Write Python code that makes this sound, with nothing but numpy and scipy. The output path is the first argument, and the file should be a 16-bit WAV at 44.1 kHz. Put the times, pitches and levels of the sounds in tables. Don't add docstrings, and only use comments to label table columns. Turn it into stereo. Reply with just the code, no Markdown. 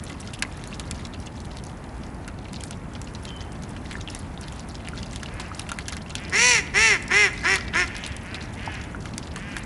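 import sys
import numpy as np
from scipy import signal
from scipy.fft import rfft, irfft, next_fast_len
from scipy.io import wavfile
from scipy.ndimage import uniform_filter1d, map_coordinates

SR = 44100
rng = np.random.default_rng(int(sys.argv[2]) if len(sys.argv) > 2 else 0)


def unload_audio(sound):
    columns = np.transpose(np.atleast_2d(sound))
    steps = np.round(np.clip(columns, -1, 1) * 32767)
    wavfile.write(sys.argv[1], SR, steps.astype(np.int16))


N = 425565

# freq_hz, gain_db
TRAFFIC_EQ = [(12, -35), (20, -25), (37, -6), (59, -0.5), (91, -2), (123, -6), (159, -5.5), (205, -7),
              (264, -9.5), (454, -19), (595, -21), (900, -24), (1170, -41), (1980, -120)]
AIR_EQ = [(300, -25), (600, 3.5), (900, 4), (1900, -2.5), (2600, -10), (3900, -20), (5400, -21.5),
          (11000, -19.5)]
# time_s, level_db
DABBLING_RIDE = [(0, -50.5), (.85, -52), (1.55, -52.5), (1.9, -60.5), (2.35, -63), (2.6, -51.5),
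                 (2.85, -59.5), (3.2, -51.5), (3.6, -55.5), (4.1, -51), (4.8, -52.5), (5.15, -49),
                 (5.85, -53), (7.8, -46.5), (8.3, -55), (8.65, -51.5), (8.9, -57.5), (9.4, -53.5)]
# start_s, level_db, air_pocket_hz, spray_relative_db
SMACKS = [(0.0966, -27, 2240, -3), (0.3335, -23.5, 2860, -6), (.4229, -8.5, 2450, -8),
          (0.638, -24, 3700, -17), (.796, -15, 4100, -15), (0.9101, -16, 7500, -18),
          (1.5694, -23, 4120, -25), (2.2774, -23, 1590, -11), (2.5312, -22, 8500, -24),
          (2.636, -19.5, 8000, -24), (2.7083, -22, 6200, -16), (3.015, -22.5, 7000, -20),
          (3.252, -22, 4120, -18), (3.9108, -23.5, 2150, -4.5), (4.148, -19, 5900, -16),
          (4.8849, -20.5, 2250, -20), (5.159, -20, 3280, -16), (5.231, -18.5, 1540, -16),
          (5.3975, -22.5, 4400, -1.5), (5.5941, -16, 2720, -16), (5.69, -18.5, 2500, -7),
          (5.7163, -16, 1310, -12.5), (5.7865, -17.5, 1970, -11), (5.8815, -14.5, 5730, -6.5),
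          (5.9229, -21, 5450, -3), (5.9667, -22, 1890, -8), (6.1526, -13.5, 3150, -11),
          (7.556, -11, 3400, -6), (7.9647, -22, 5500, -15), (8.0628, -18.5, 4200, -16),
          (8.1647, -22, 9000, -22), (8.344, -22.5, 3600, -2), (9.055, -23.5, 1500, -8.5),
          (9.179, -15.5, 8800, -19), (9.36, -18.5, 1660, -12), (9.5656, -18.5, 1610, -7)]
# start_s, level_db, pitch_hz
PLOPS = [(.449, -21, 2000), (0.727, -22.5, 2570), (.734, -25, 3600), (.915, -24, 2300), (3.15, -23, 3970),
         (3.304, -23, 3050), (3.94, -27, 2000), (3.953, -17, 1700), (3.982, -28, 1280), (4.075, -17, 3080),
         (4.085, -19, 2750), (4.375, -23, 3500), (4.933, -22.5, 1400), (5.259, -20, 2750),
         (5.515, -19.5, 1200), (8.675, -14, 846), (8.946, -19, 1400), (9.37, -23, 1100)]
# start_s, length_s, level_db, top_pitch_hz, resonance_ratio
FAR_CALLS = [(5.258, 0.25, -47, 215.7, 0.94), (6.166, 0.13, -44.5, 202.3, 1.04),
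             (7.849, 0.32, -43.5, 213.2, 1.11), (8.22, .23, -44, 195.5, 0.99),
             (8.555, 0.28, -41.5, 215.1, 1.05), (9.333, 0.31, -44, 203.5, 1.01)]
# freq_hz, gain_db
FAR_THROAT_EQ = [(600, -16), (1200, -5.5), (1650, 4), (2150, 2.5), (2800, -2), (3200, -9), (3700, -22),
                 (5500, -18), (8000, -34)]
# start_s, length_s, top_pitch_hz, crest_fraction, level_db, edge_relative_db, noise_share
QUACKS = [(6.312, 0.31, 248.8, 0.52, -18.1, -2, .1), (6.732, .25, 225, .45, -17.2, -6.5, .02),
          (7.092, .21, 209.9, .51, -17.7, -9.8, .02), (7.426, .155, 195.3, .62, -19.5, -10, 0.18),
          (7.725, .134, 181.3, 0.6, -21, -10.5, 0.11)]
# freq_hz, gain_db
THROAT_EQ = [(200, -30), (400, -7), (480, -8), (650, -20), (950, -7), (1200, -10), (1600, -2), (2060, 8.5),
             (2280, 4), (2650, 2), (3100, -7), (4000, -2)]
BILL_EQ = [(3000, -8.5), (4200, 1), (5000, -7), (5600, 8), (6250, -2.5), (7200, -1), (8000, -11),
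           (9000, -7.5), (11000, -15)]
# freq_hz, width_hz
PIPE_RINGS = [(1900, 420), (2500, 420), (5700, 900)]
# delay_s, gain
REFLECTIONS = [(.0014, 0.094), (.0029, 0.26), (.0046, -0.15), (.0079, .11), (0.0123, 0.17)]
# freq_hz, t60_s
TREE_DECAY = [(200, 0.67), (2000, 0.82), (5000, 0.38), (11000, 0.44)]


def amp(db):
    return 10 ** (np.asarray(db) / 20)


def unit(x):
    return x / np.sqrt(np.mean(x ** 2) + 1e-20)


def levelled(x):
    return x / np.sqrt(np.abs(uniform_filter1d(x ** 2, size=1300)) + 1e-12)


def along(points, hz):
    freqs, values = np.transpose(points)
    return np.interp(np.log(hz + 1), np.log(freqs + 1), values)


def wobble(knots_per_s, size=N):
    knots = rng.standard_normal(int(size * knots_per_s / SR) + 4)
    return map_coordinates(knots, [np.arange(size) * knots_per_s / SR])


def band(hz, lo, hi, order=8):
    return 1 / np.sqrt((1 + (lo / (hz + 1)) ** (2 * order)) * (1 + (hz / hi) ** (2 * order)))


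def eq(x, gain):
    size = 2 * next_fast_len(x.shape[-1] // 2 + 4096)
    cepstrum = irfft(np.log(np.maximum(gain(np.fft.rfftfreq(size, 1 / SR)), 1e-6)))
    cepstrum[1:size // 2] *= 2
    cepstrum[size // 2 + 1:] = 0
    return irfft(rfft(x, size) * np.exp(rfft(cepstrum)), size)[..., :x.shape[-1]]


def swept_eq(x, gain, stretch):
    clock = np.cumsum(stretch)
    warped = map_coordinates(x, [np.interp(np.arange(clock[-1]), clock, np.arange(len(x)))])
    return map_coordinates(eq(warped, gain), [clock])


def add(out, start_s, x):
    first = max(round(start_s * SR), 0)
    part = out[..., first:first + x.shape[-1]]
    part += x[..., :part.shape[-1]]


def panned(x, left_db):
    return np.array([x * amp(left_db / 2), x * amp(-left_db / 2)])


def pulses(positions, gains, size):
    taps = np.floor(positions).astype(int)[:, None] + np.arange(-7, 9)
    offset = taps - positions[:, None]
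    clicks = np.sinc(offset) * np.cos(np.pi * offset / 16) ** 2 * gains[:, None]
    return np.bincount(np.clip(taps, 0, size - 1).ravel(), clicks.ravel(), size)


def noise_bed(curve, side_db):
    mid, side = eq(rng.standard_normal((2, N)), lambda hz: amp(along(curve, hz)))
    side = amp(side_db) * eq(side, lambda hz: band(hz, 830, 30000, order=1))
    return unit(np.array([mid + side, mid - side]))


def town(rumble_db=-35.6, air_db=-46.0):
    drift_db, breeze_db = .6 * wobble(6), .8 * wobble(2.4)
    rumble = amp(rumble_db + drift_db) * noise_bed(TRAFFIC_EQ, side_db=-13)
    return rumble + amp(air_db + breeze_db) * noise_bed(AIR_EQ, side_db=-9.5)


def bubble(hz, cycles, rise, size=900):
    turns = hz * np.arange(size) / SR
    age = turns / cycles
    envelope = np.exp(-age) * (1 - np.exp(-4 * turns))
    return envelope * np.sin(2 * np.pi * turns * (1 + rise * np.minimum(age, 3) / 2))


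def droplets(starts_s, gains, hz, cycles, spread_db):
    hz, cycles = np.clip(hz, 900, 10500), np.clip(cycles, .4, 4)
    grains = gains[:, None] * bubble(hz[:, None], cycles[:, None], rise=.01, size=300)
    grains *= rng.choice([-1, 1], (len(starts_s), 1))
    where = np.clip((starts_s * SR).astype(int), 0, N)[:, None] + np.arange(grains.shape[1])
    pair = panned(grains, rng.normal(0, spread_db, (len(starts_s), 1)))
    return np.array([np.bincount(where.ravel(), side.ravel(), N)[:N] for side in pair])


def slosh(count=8000):
    size, tone = rng.standard_normal((count, 2)).T
    starts_s, pitch_hz = rng.uniform(0, N / SR, count), 4800 * np.exp(.5 * tone)
    fizz = droplets(starts_s, amp(2 * size), pitch_hz, cycles=np.full(count, 3), spread_db=1)
    return unit(fizz * amp(3.5 * wobble(16) + 2 * wobble(60)))


def gurgle(count=260, typical_hz=2400):
    out, variation = np.zeros((2, N)), rng.standard_normal((count, 4))
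    for start_s, (size, tone, life, side) in zip(rng.uniform(0, N / SR, count), variation):
        ring = bubble(typical_hz * np.exp(.353 * tone), cycles=7 * np.exp(.33 * life), rise=.052)
        add(out, start_s, panned(amp(4 * min(size, 1.5)) * ring, 4 * side))
    return unit(out)


def dabbling(sips=330, drops_per_sip=13):
    sip_s = np.repeat((np.arange(sips) + rng.uniform(-1, 1, sips)) * N / SR / sips, drops_per_sip)
    strength = np.repeat(np.clip(rng.standard_normal(sips), -2, 1.15), drops_per_sip)
    brightness = np.repeat(rng.standard_normal(sips), drops_per_sip)
    lag, tone, size, life = rng.standard_normal((len(sip_s), 4)).T
    delay_s = .004 * np.exp(1.2 * lag)
    pitch_hz = 5200 * np.exp(.34 * brightness + .38 * tone)
    gains = amp(7 * strength + 2 * np.minimum(size, 1.5)) / (1 + delay_s / .014)
    crackle = droplets(sip_s + delay_s, gains, pitch_hz, cycles=1.08 * np.exp(1.1 * life), spread_db=7)
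    ride_db = np.interp(np.arange(N) / SR, *np.transpose(DABBLING_RIDE))
    return amp(ride_db) * (amp(3.5) * unit(crackle) + amp(-1.5) * slosh() + amp(-7.5) * gurgle())


def smacks():
    out, t = np.zeros((2, N)), np.arange(900) / SR
    for start_s, level_db, pocket_hz, _ in SMACKS:
        burst = rng.standard_normal(len(t)) * np.exp(-t / .0017)
        crack = eq(burst, lambda hz: band(hz, 1430, 14200, order=2))
        hit = bubble(pocket_hz, cycles=1.52, rise=.028) + .57 * crack
        hit *= amp(level_db + 1.5) / np.abs(hit).max()
        add(out, start_s + .00098, panned(hit, rng.normal(0, 2.3)))
    return out


def spray(drops_per_smack=24):
    start_s, level_db, pocket_hz, spray_db = np.repeat(SMACKS, drops_per_smack, axis=0).T
    lag, size, tone, life = rng.standard_normal((len(start_s), 4)).T
    delay_s = .007 * np.exp(.95 * lag)
    gains = amp(level_db + spray_db - 3 + 2 * size) * np.exp(-delay_s / .064)
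    pitch_hz = np.sqrt(pocket_hz * 3600) * np.exp(.544 * tone)
    return droplets(start_s + delay_s, gains, pitch_hz, cycles=1.83 * np.exp(.5 * life), spread_db=1.5)


def plops():
    out = np.zeros(N)
    for start_s, level_db, pitch_hz in PLOPS:
        add(out, start_s + .001, amp(level_db - 3) * bubble(pitch_hz, cycles=3.8, rise=.04))
    return out


def whistle(start_s=3.265, length_s=.194, from_hz=3180, to_hz=3020, level_db=-44.5):
    out, progress = np.zeros(N), np.linspace(0, 1, int(length_s * SR))
    pitch_hz = to_hz + (from_hz - to_hz) * (1 - progress) ** 3 + 25 * wobble(158, len(progress))
    envelope = np.minimum(16 * progress, 1 - progress)
    add(out, start_s, amp(level_db) * envelope * np.sin(2 * np.pi * np.cumsum(pitch_hz) / SR))
    return out


def syrinx(pitch_hz, rasp, jitter, rebound):
    size, rasp = len(pitch_hz), np.clip(rasp, 0, 1)
    phase = np.cumsum(pitch_hz) / SR
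    cycle = np.arange(int(phase[-1]))
    timing, force, _ = rng.standard_normal((len(cycle), 3)).T
    roughness = np.interp(cycle, phase, rasp)
    slap_phase = cycle + jitter * roughness * timing
    gains = amp((.5 + 3 * roughness) * force)
    slaps = pulses(np.interp(slap_phase, phase, np.arange(size)), gains, size)
    rebounds = pulses(np.interp(slap_phase + .5, phase, np.arange(size)), gains, size)
    buzz = slaps + rebound * uniform_filter1d(rebounds, size=7)
    hiss = rng.standard_normal(size) * np.exp(-2.5 * (phase % 1))
    return np.sqrt(1 - rasp) * unit(buzz), np.sqrt(rasp) * unit(hiss)


def far_birds():
    out = np.zeros(N)
    for start_s, length_s, level_db, top_hz, resonance_ratio in FAR_CALLS:
        arch = np.abs(np.sin(np.linspace(0, np.pi, int(length_s * SR))))
        buzz, hiss = syrinx(top_hz * (.76 + .24 * arch), np.full(len(arch), .15), jitter=.02, rebound=.3)
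        call = eq(buzz + hiss, lambda hz: amp(along(FAR_THROAT_EQ, hz / resonance_ratio)))
        add(out, start_s, amp(level_db) * arch ** .47 * unit(call))
    return out


def duck_voice(buzz, hiss, opening, edge_db):
    chest = eq(buzz + .51 * hiss, lambda hz: amp(along(THROAT_EQ, hz)) * band(hz, 170, 1243))
    breathy = buzz + .55 * hiss
    throat = swept_eq(breathy, lambda hz: amp(along(THROAT_EQ, hz)) * band(hz, 1200, 3500), opening)
    crackle = (buzz + .6 * hiss + .65 * unit(hiss)) * amp(1.6 * wobble(160, len(buzz)))
    edge = swept_eq(crackle, lambda hz: amp(along(BILL_EQ, hz)) * band(hz, 3500, 13000), opening ** .55)
    return levelled(throat) + amp(-11) * levelled(chest) + amp(edge_db) * levelled(edge)


def windpipe_ring(x):
    for freq_hz, width_hz in PIPE_RINGS:
        radius = np.exp(-np.pi * width_hz / SR)
        poles = [1, -2 * radius * np.cos(2 * np.pi * freq_hz / SR), radius ** 2]
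        x = signal.lfilter(poles[::-1], poles, x)
    return x


def mallard(attack_s=.028, release_s=.042, settle_s=.03, bill_lag_s=.008):
    bend_hz_per_s, rest_hz = 1030, 217
    effort_db_per_octave, edge_db_per_octave = 12, 17
    out = np.zeros(N)
    for start_s, length_s, top_hz, crest, level_db, edge_db, noise_share in QUACKS:
        t = np.arange(round(length_s * SR)) / SR
        pitch_at = lambda time: top_hz - bend_hz_per_s * (time - crest * length_s) ** 2 / length_s
        sag_octaves = np.log2(top_hz / pitch_at(t))
        rasp = noise_share + .4 * np.exp(-t / settle_s) + .3 * sag_octaves
        buzz, hiss = syrinx(pitch_at(t), rasp, jitter=.03, rebound=.5)
        opening = (pitch_at(t - bill_lag_s) / rest_hz) ** .42
        voice = duck_voice(buzz, hiss, opening, edge_db - edge_db_per_octave * sag_octaves)
        envelope = np.minimum(t / attack_s, 1) * np.minimum((length_s - t) / release_s, 1)
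        effort = amp(level_db - effort_db_per_octave * sag_octaves)
        add(out, start_s, effort * envelope * windpipe_ring(voice))
    return out


def early_reflections(x, side_lag_s=.00004):
    out = x.copy()
    for k, (delay_s, gain) in enumerate(REFLECTIONS):
        for side in range(2):
            add(out[side], delay_s + side_lag_s * ((k + side) % 2), gain * x[side])
    return out


def trees(send, predelay_s=.025):
    hz, t, spectra = signal.stft(rng.standard_normal((3, SR)), SR, nperseg=256)
    decay = amp(-60 * t / along(TREE_DECAY, hz)[:, None])
    tails = signal.istft(spectra * decay, SR, nperseg=256)[1]
    tail = tails[0] + .8 * tails[1:]
    tail = np.pad(tail / np.linalg.norm(tail[0]), ((0, 0), (int(predelay_s * SR), 0)))
    return signal.fftconvolve(send[None], tail, axes=1)[:, :N]


def scene():
    duck = early_reflections(panned(mallard(), left_db=2.5))
    far = far_birds() + whistle()
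    water = early_reflections(smacks() + spray() + plops() + dabbling())
    reverb = trees(amp(-16) * duck.mean(axis=0) + amp(-1.5) * far + amp(-23.5) * water.mean(axis=0))
    return duck + amp(2.5) * far + water + reverb + town()


def record(dry):
    size, cutoff_hz = next_fast_len(N + SR // 2), 11150
    high_cut = band(np.fft.rfftfreq(size, 1 / SR), 1, cutoff_hz, order=90)
    return irfft(rfft(dry, size) * high_cut, size)[:, :N]


dry = scene()
out = record(dry)
unload_audio(out)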